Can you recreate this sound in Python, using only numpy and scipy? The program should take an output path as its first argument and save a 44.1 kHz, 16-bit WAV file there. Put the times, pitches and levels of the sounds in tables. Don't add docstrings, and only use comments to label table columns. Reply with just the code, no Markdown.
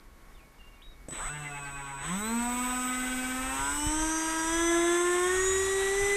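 import sys
import numpy as np
from scipy import signal
from scipy.fft import rfft, irfft
from scipy.io import wavfile
from scipy.ndimage import uniform_filter1d

SR = 44100
rng = np.random.default_rng(int(sys.argv[2]) if len(sys.argv) > 2 else 0)


def to_wav(sig):
    pcm = np.clip(np.atleast_2d(sig), -1, 1) * 32767
    pcm = np.round(pcm).astype(np.int16)
    wavfile.write(sys.argv[1], SR, pcm.T)


N = 271656

# time_s, speed_rps (turns per second)
THROTTLE = [(1.085, 58.5), (1.26, 184.7), (1.293, 264.0), (1.305, 154.3), (1.45, 141.6), (2.011, 136.5),
            (2.032, 190.6), (2.177, 238.0), (2.578, 251.5), (2.976, 253.8), (3.304, 256.3), (3.492, 268.8),
            (3.698, 300.0), (3.796, 301.6), (3.915, 319.3), (4.429, 324.0), (4.505, 339.8), (4.754, 340.9),
            (4.976, 354.8), (5.166, 358.5), (5.306, 378.8), (5.432, 383.3), (5.87, 391.2), (5.937, 404.4),
            (6.16, 404.6)]
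# base_level_at_cruise_db, gain_per_speed_doubling_db
ORDER_LEVELS = [(-42, 16.0), (-54.5, 9.5), (-53, 12.5), (-57.0, 13), (-49.5, 17), (-51.5, 9.5), (-65.5, 4),
                (-60, -2), (-61.5, 10.5), (-53, 10), (-53.5, 3), (-62, -2), (-64, 8.5), (-70, -9), (-61, 8),
                (-66.5, 3), (-76, 1), (-51.5, 12), (-64.5, -4), (-58.5, 15), (-67.5, 4.4), (-73, 0),
                (-77, 2)]
# centre_hz, width_hz, lift_db
AIRFRAME_MODES = [(185, 20.5, 17), (234.4, 7.2, 13.5), (342, 29, 7), (725, 23, 9), (946, 93, 10.5),
                  (1064, 30, 10.9), (1270, 80, 8.5), (1408, 147, 8), (1842, 25, 3), (2047, 40, 7.5),
                  (2165, 116, 4.5), (3322, 140, 2.5), (6330, 185, 10), (6910, 250, 12)]
# centre_s, length_s, gain_db
ORDER_SWELLS = dict( order_1=[(1.38, 0.18, 3.5), (2.22, .07, -3), (3.64, 0.36, -8.5), (4.36, .52, -5.4)],
                order_2=[(2.3, 0.19, 10), (3.75, 0.18, -11), (4.76, 0.38, 10), (5.51, 0.4, -15.5)],
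                order_3=[(6.11, .72, -13)], order_4=[(2.5, 0.64, 10.5), (3.05, 0.37, -9),
                (5.85, 0.58, -19)], order_5=[(1.89, 0.21, -9), (2.45, 0.21, -4), (3.18, .35, -11),
                (3.85, 0.43, -8)], order_6=[(1.28, 0.083, 3), (1.42, 0.17, -8), (2.6, 0.17, -9),
                (3.1, 0.74, 3.5), (3.84, 0.5, -15), (5.69, 1.1, -13.5)], order_7=[(2.21, 0.79, 14),
                (3.43, 0.41, 16.5)], order_8=[(1.7, 0.55, 2.5), (3.0, 0.32, 8), (3.65, 0.15, 7.5)],
                order_9=[(3.2, 1.5, 12.5), (3.77, 0.32, -21)], order_10=[(1.3, 0.076, 10),
                (3.78, 0.23, 3.5), (4.21, 0.35, -12), (5.4, 0.13, -14), (6.04, 0.19, -11)],
                order_11=[(2.47, 0.67, 3), (2.18, 0.19, -2), (4, 0.69, -21), (5.35, .47, -20)],
                order_12=[(1.6, 0.69, -3)], order_13=[(3.1, 0.95, 5)], order_15=[(2.87, .51, 4.5),
                (4.3, 0.66, 15), (6.15, 0.15, 5)], order_18=[(1.22, 0.17, 20), (1.65, 0.41, 11),
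                (2.28, 0.07, 7.5), (2.9, 1.14, -1.5), (3.68, 0.23, -8), (5.15, 0.32, -22),
                (5.92, 0.52, -25)], order_19=[(3.55, .45, -10), (4.14, 0.62, 17.5), (5.45, .3, 9)],
                order_20=[(2.9, 1.7, -1.5), (3.6, 0.43, -13), (4.1, 0.27, 1), (5.06, 0.86, -22)],
                order_21=[(4.75, 0.49, -12)])
BEAT_DEPTH = [(140, .9), (200, .4), (240, .35), (252, .65), (257, .6), (275, .3), (404, .2)]
IN_STEP_ORDERS = (6, 9, 12, 13, 14, 15, 16, 17, 19)
# order, gain_db
RATTLE_PARTIALS = [(1.5, -16), (2.5, -20), (3.5, -.1), (4.5, -8), (5.5, -6), (6.5, -19), (7.5, -17)]
# speed_rps, low_air_db, high_air_db, sideband_db, octave_db, #
# bearing_db (the whine below the octave fades out late in the run)
LEVELS_BY_SPEED = [(20, -51, -60.5, -51, -71, -80), (145, -50.5, -59, -70, -69, -61.5),
                   (210, -50, -52, -54, -56, -76), (252, -43.5, -46.5, -46, -54.5, -85),
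                   (300, -43.5, -44, -42, -59, -73), (318, -41.5, -42.5, -43, -83, -90),
                   (410, -39.5, -40.5, -44.5, -93, -90)]
# time_s, pitch_hz
SWITCH_PITCH = [(1.084, 7995), (3.0, 7995), (3.6, 7989), (4.5, 7986), (6.16, 7989)]
# time_s, level_db
SWITCH_LEVEL = [(1.08, -44), (1.11, -45), (1.28, -39), (1.38, -49.5), (1.97, -48.5), (2.07, -40.5),
                (2.88, -38.5), (3.36, -52), (3.68, -37), (3.97, -36.5), (4.28, -60), (4.43, -45),
                (5.0, -40.5), (5.35, -44), (6.16, -53)]
SIDE_ORDERS, OCTAVE_ORDERS = (-5, -3, -2, -1, 1, 2, 3, 5), (6, 7, 8, 9, 10, 11, 12, 16)
SIDE_GAINS = [-18, -17, -17, -3, -.5, -7, -13, -15]
OCTAVE_GAINS = [-3, -5, -9, -8, -11, -10, -8, -15]
# start_s, level_db
START_KICKS = [(1.086, -48), (1.108, -47)]
# frequency_hz, relative_density_db
DUCT_LOW_SPECTRUM = [(120, -11), (300, -2.5), (600, -8), (1000, -1), (1600, -0.5), (2100, -0.5), (2800, -6),
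                     (3800, -5), (4800, -18)]
DUCT_HIGH_SPECTRUM = [(4300, -1.5), (5100, -7), (6500, 0.5), (8000, -1.5), (9500, -3.5), (12000, -8.5),
                      (12900, -27), (15000, -58)]
BEARING_SPECTRUM = [(1600, -2), (1850, -15), (2250, 2), (2500, -34)]
WIND_SPECTRUM = [(8.8, -24), (15, 1), (38, -0.5), (72, -12.5), (130, -23), (170, -31), (290, -120)]
FAR_SPECTRUM = [(60, -14), (150, -2.5), (300, -2), (550, -8.5), (1100, -8.5), (2200, -11.5), (2500, -18),
                (5000, -21.5), (14500, -24.5)]
# time_s, level_db
BREEZE = [(0, -53), (2.3, -49.5), (3.0, -49.5), (3.7, -43), (4.3, -49), (5.1, -53), (5.7, -46.5),
          (6.16, -46)]
# centre_s, length_s, level_db
GUSTS = [(1.057, 0.032, -49), (1.206, .06, -42), (1.275, 0.06, -44), (1.68, 0.089, -54), (2.207, .06, -43),
         (2.48, 0.05, -52), (3.45, .12, -49), (3.6, 0.068, -45), (3.73, 0.16, -49), (3.877, 0.066, -40),
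         (4.017, 0.11, -37), (4.624, 0.31, -45.5), (5.954, 0.04, -48), (6.03, .04, -34)]
# start_s, push_db
THUMPS = [(3.597, -33), (3.866, -23), (6.03, -42)]
# start_s, length_s, first_pitch_hz, last_pitch_hz, glide_fraction, level_db
BIRD_NOTES = [(.345, .03, 3800, 3500, .5, -68), (.365, .075, 3150, 2450, .6, -63),
              (.585, .2, 3050, 2780, .06, -58), (.755, .028, 3650, 3680, .5, -68),
              (.77, .1, 2470, 2400, .15, -66), (.818, .12, 2690, 3800, .08, -55),
              (.905, .045, 4000, 5700, .45, -72), (1.648, .052, 4800, 3550, .95, -61),
              (5.35, .1, 1300, 1240, .4, -43)]
# delay_s, gain_db
GARDEN_ECHOES = [(.011, -9), (.027, -12), (.048, -15)]
# pitch_hz, level_db
FAR_TONES = [(1100, -75), (2229, -73)]
# time_s, pitch_hz, level_db
DRONE = [(5.1, 68.6, -66), (5.35, 72, -49), (5.6, 79.7, -45), (5.8, 80, -56), (5.95, 82, -77)]

ROTOR_LAG_S, CRUISE_RPS, FULL_PULL_RPS_PER_S = .11, 250, 400
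SMOOTH_RPS, STUTTER_TURNS, SPIN_UP_DB = 120, .07, 3
TURNS_PER_BEAT, BEAT_CREST_S = 15.29, 2.83
RATTLE_RPS, RATTLE_SPAN_RPS, RATTLE_DB = 278.2, 11, -36.5
PULL_ORDER, PULL_DB = -9, -59
STRAIN_DB, CATCH_S = 7, 1.12
NOTCH_HZ, NOTCH_WIDTH_HZ, NOTCH_DB = 4550, 400, -14
BIRD_START_DB, BIRD_END_DB = -8, -14
CUTOFF_HZ = 14720


def rotor(turns, speed, beats, depth):
    step = 64
    coarse_speed, out = np.maximum(speed[::step], 1), 0
    for order, (db, doubling_db) in enumerate(ORDER_LEVELS, start=1):
        resonance = 1 + sum(from_db(2 * lift_db) / (1 + (2 * (order * coarse_speed - hz) / width) ** 2)
                            for hz, width, lift_db in AIRFRAME_MODES)
        level = db + doubling_db * np.log2(coarse_speed / CRUISE_RPS) + 10 * np.log10(resonance)
        level += SPIN_UP_DB * np.minimum(np.log2(coarse_speed / SMOOTH_RPS), 0)
        level += (order > 6) * 1.8 * drift(3)[::step]
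        swells = ORDER_SWELLS.get("order_" + str(order), [])
        level += sum(swell_db * bump(s, length, step) for s, length, swell_db in swells)
        level = np.interp(np.arange(N) / step, np.arange(len(level)), level)
        if order == 1:
            out += tone(turns, level + .63 * drift(13))
        else:
            out += throb(order, beats, depth) * tone(order * turns, level + 2 * drift(15))
    return out


def shaft():
    pole = np.exp(-1 / (ROTOR_LAG_S * SR))
    speed = signal.lfilter([1 - pole], [1, -pole], in_time(THROTTLE)[0] * during(THROTTLE))
    pull = np.clip(np.gradient(speed) * SR / FULL_PULL_RPS_PER_S, 0, 1)
    return speed, uniform_filter1d(pull, size=2000)


def throb(order, beats, depth):
    if order in IN_STEP_ORDERS:
        return 1 + depth * np.cos(2 * np.pi * beats)
    return 1 + .5 * depth * np.cos(2 * np.pi * (beats + rng.random()))


def rattle(turns, speed):
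    level = RATTLE_DB - 6 * ((speed - RATTLE_RPS) / RATTLE_SPAN_RPS) ** 2
    return sum(tone(order * turns, level + db + 2 * drift(20)) for order, db in RATTLE_PARTIALS)


def controller(turns, pull, sideband_db, octave_db):
    cycles = np.cumsum(in_time(SWITCH_PITCH)[0]) / SR
    out = tone(cycles, in_time(SWITCH_LEVEL)[0] + .73 * drift(38))
    for order, db in zip(SIDE_ORDERS, SIDE_GAINS):
        out += tone(cycles + order * turns, sideband_db + db + 1.2 * drift(4))
    for order, db in zip(OCTAVE_ORDERS, OCTAVE_GAINS):
        out += tone(2 * cycles - order * turns, octave_db + db + 4 * drift(8))
    return out + pull * tone(cycles + PULL_ORDER * turns, PULL_DB + 3 * drift(26))


def duct_air(turns, pull, low_db, high_db):
    caught = np.clip((np.arange(N) / SR - CATCH_S) / .005, .1, 1)
    flow = caught * from_db(STRAIN_DB * pull ** 2)
    kicks = decays(START_KICKS, decay_s=.005)
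    low = (flow * from_db(low_db + 1.1 * drift(10.6)) + kicks) * coloured(DUCT_LOW_SPECTRUM)
    high = (flow * from_db(high_db + .8 * drift(26)) + kicks) * coloured(DUCT_HIGH_SPECTRUM)
    return (low + high) * (1 + .022 * np.sin(2 * np.pi * turns))


def bearing(level_db, beats, depth):
    puffs = (1 + depth * np.cos(2 * np.pi * beats)) ** 2
    return from_db(level_db) * puffs * coloured(BEARING_SPECTRUM)


def lawn_notch(sound):
    hz = np.arange(N // 2 + 1) * SR / N
    dip_db = NOTCH_DB * np.exp(-((hz - NOTCH_HZ) / NOTCH_WIDTH_HZ) ** 2)
    return irfft(rfft(sound) * from_db(dip_db), N)


def wind():
    breeze = from_db(in_time(BREEZE)[0] + 2 * drift(7.5))
    gusts = sum(from_db(db) * bump(s, length) for s, length, db in GUSTS)
    return (breeze + gusts) * coloured(WIND_SPECTRUM)


def thumps():
    capsule = signal.butter(2, [35, 130], "band", fs=SR, output="sos")
    return 2.04 * signal.sosfilt(capsule, decays(THUMPS, decay_s=.0048))


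def birds():
    notes = []
    progress = np.linspace(0, 1, num=21)
    for s, length, first_hz, last_hz, glide, db in BIRD_NOTES:
        hz = np.interp(progress, [0, glide], [first_hz, last_hz])
        level = db + np.interp(progress, [0, glide, 1], [BIRD_START_DB, 0, BIRD_END_DB])
        notes.append(np.transpose([s + length * progress, hz, level]))
    direct = glides(notes, waver_db=3)
    return direct + sum(from_db(db) * np.roll(direct, round(s * SR)) for s, db in GARDEN_ECHOES)


def drone():
    return glides([DRONE], waver_db=-1.5)


def neighbourhood():
    murmur = from_db(-59 + .6 * drift(4)) * coloured(FAR_SPECTRUM)
    hum = sum(tone(hz * np.arange(N) / SR, db + 4.5 * drift(4)) for hz, db in FAR_TONES)
    return murmur + hum


def glides(notes, waver_db):
    out = np.zeros(N)
    for note in notes:
        hz, level = in_time(note)
        hz = hz * (1 + .008 * drift(60))
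        out += during(note) * tone(np.cumsum(hz) / SR, level + waver_db * drift(27))
    return out


def tone(cycles, level_db):
    return np.sqrt(2) * from_db(level_db) * np.sin(2 * np.pi * (cycles + rng.random()))


def coloured(spectrum):
    hz, level = np.transpose(spectrum)
    bin_hz = np.maximum(np.arange(N // 2 + 1) * SR / N, 1)
    gain = from_db(np.interp(np.log(bin_hz), np.log(hz), level, left=-90, right=-90))
    return rms_one(irfft(rfft(rng.standard_normal(N)) * gain, N))


def drift(corner_hz):
    pole = np.exp(-128 * np.pi * corner_hz / SR)
    noise = rng.standard_normal(N // 64 + 1002)
    slow = signal.lfilter([1], [1, -2 * pole, pole * pole], noise)[1000:]
    return np.interp(np.arange(N) / 64, np.arange(len(slow)), rms_one(slow))


def decays(events, decay_s):
    impulses = np.zeros(N)
    for s, db in events:
        impulses[round(s * SR)] = from_db(db)
    return signal.lfilter([1], [1, -np.exp(-1 / (decay_s * SR))], impulses + 1e-18)


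def bump(centre_s, length_s, step=1):
    offset_s = np.arange(0, N, step) / SR - centre_s
    return np.exp(-np.minimum((2 * offset_s / length_s) ** 2, 40))


def look_up(rows, positions):
    axis, *columns = np.transpose(rows)
    return [np.interp(positions, axis, column) for column in columns]


def in_time(rows):
    return look_up(rows, np.arange(N) / SR)


def during(rows):
    t = np.arange(N) / SR
    return (t >= rows[0][0]) & (t <= rows[-1][0])


def from_db(db):
    return np.exp(np.log(10) / 20 * np.maximum(db, -200))


def rms_one(x):
    return x / np.sqrt(np.mean(x ** 2) + 1e-20)


def scene():
    speed, pull = shaft()
    low_db, high_db, sideband_db, octave_db, bearing_db = look_up(LEVELS_BY_SPEED, speed)
    turns = np.cumsum(speed) / SR
    beats = (turns - turns[round(BEAT_CREST_S * SR)]) / TURNS_PER_BEAT
    depth = look_up(BEAT_DEPTH, speed)[0]
    turns += STUTTER_TURNS * np.clip(1 - speed / SMOOTH_RPS, 0, 1) * drift(77)
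    jet = rotor(turns, speed, beats, depth) + rattle(turns, speed) + bearing(bearing_db, beats, depth)
    jet += controller(turns, pull, sideband_db, octave_db) + duct_air(turns, pull, low_db, high_db)
    outdoors = wind() + thumps() + neighbourhood() + birds() + drone()
    return (lawn_notch(jet * during(THROTTLE)) + outdoors)[None]


def record(dry):
    return signal.sosfilt(signal.cheby2(24, 70, CUTOFF_HZ, fs=SR, output="sos"), dry)


dry = scene()
out = record(dry)
to_wav(out)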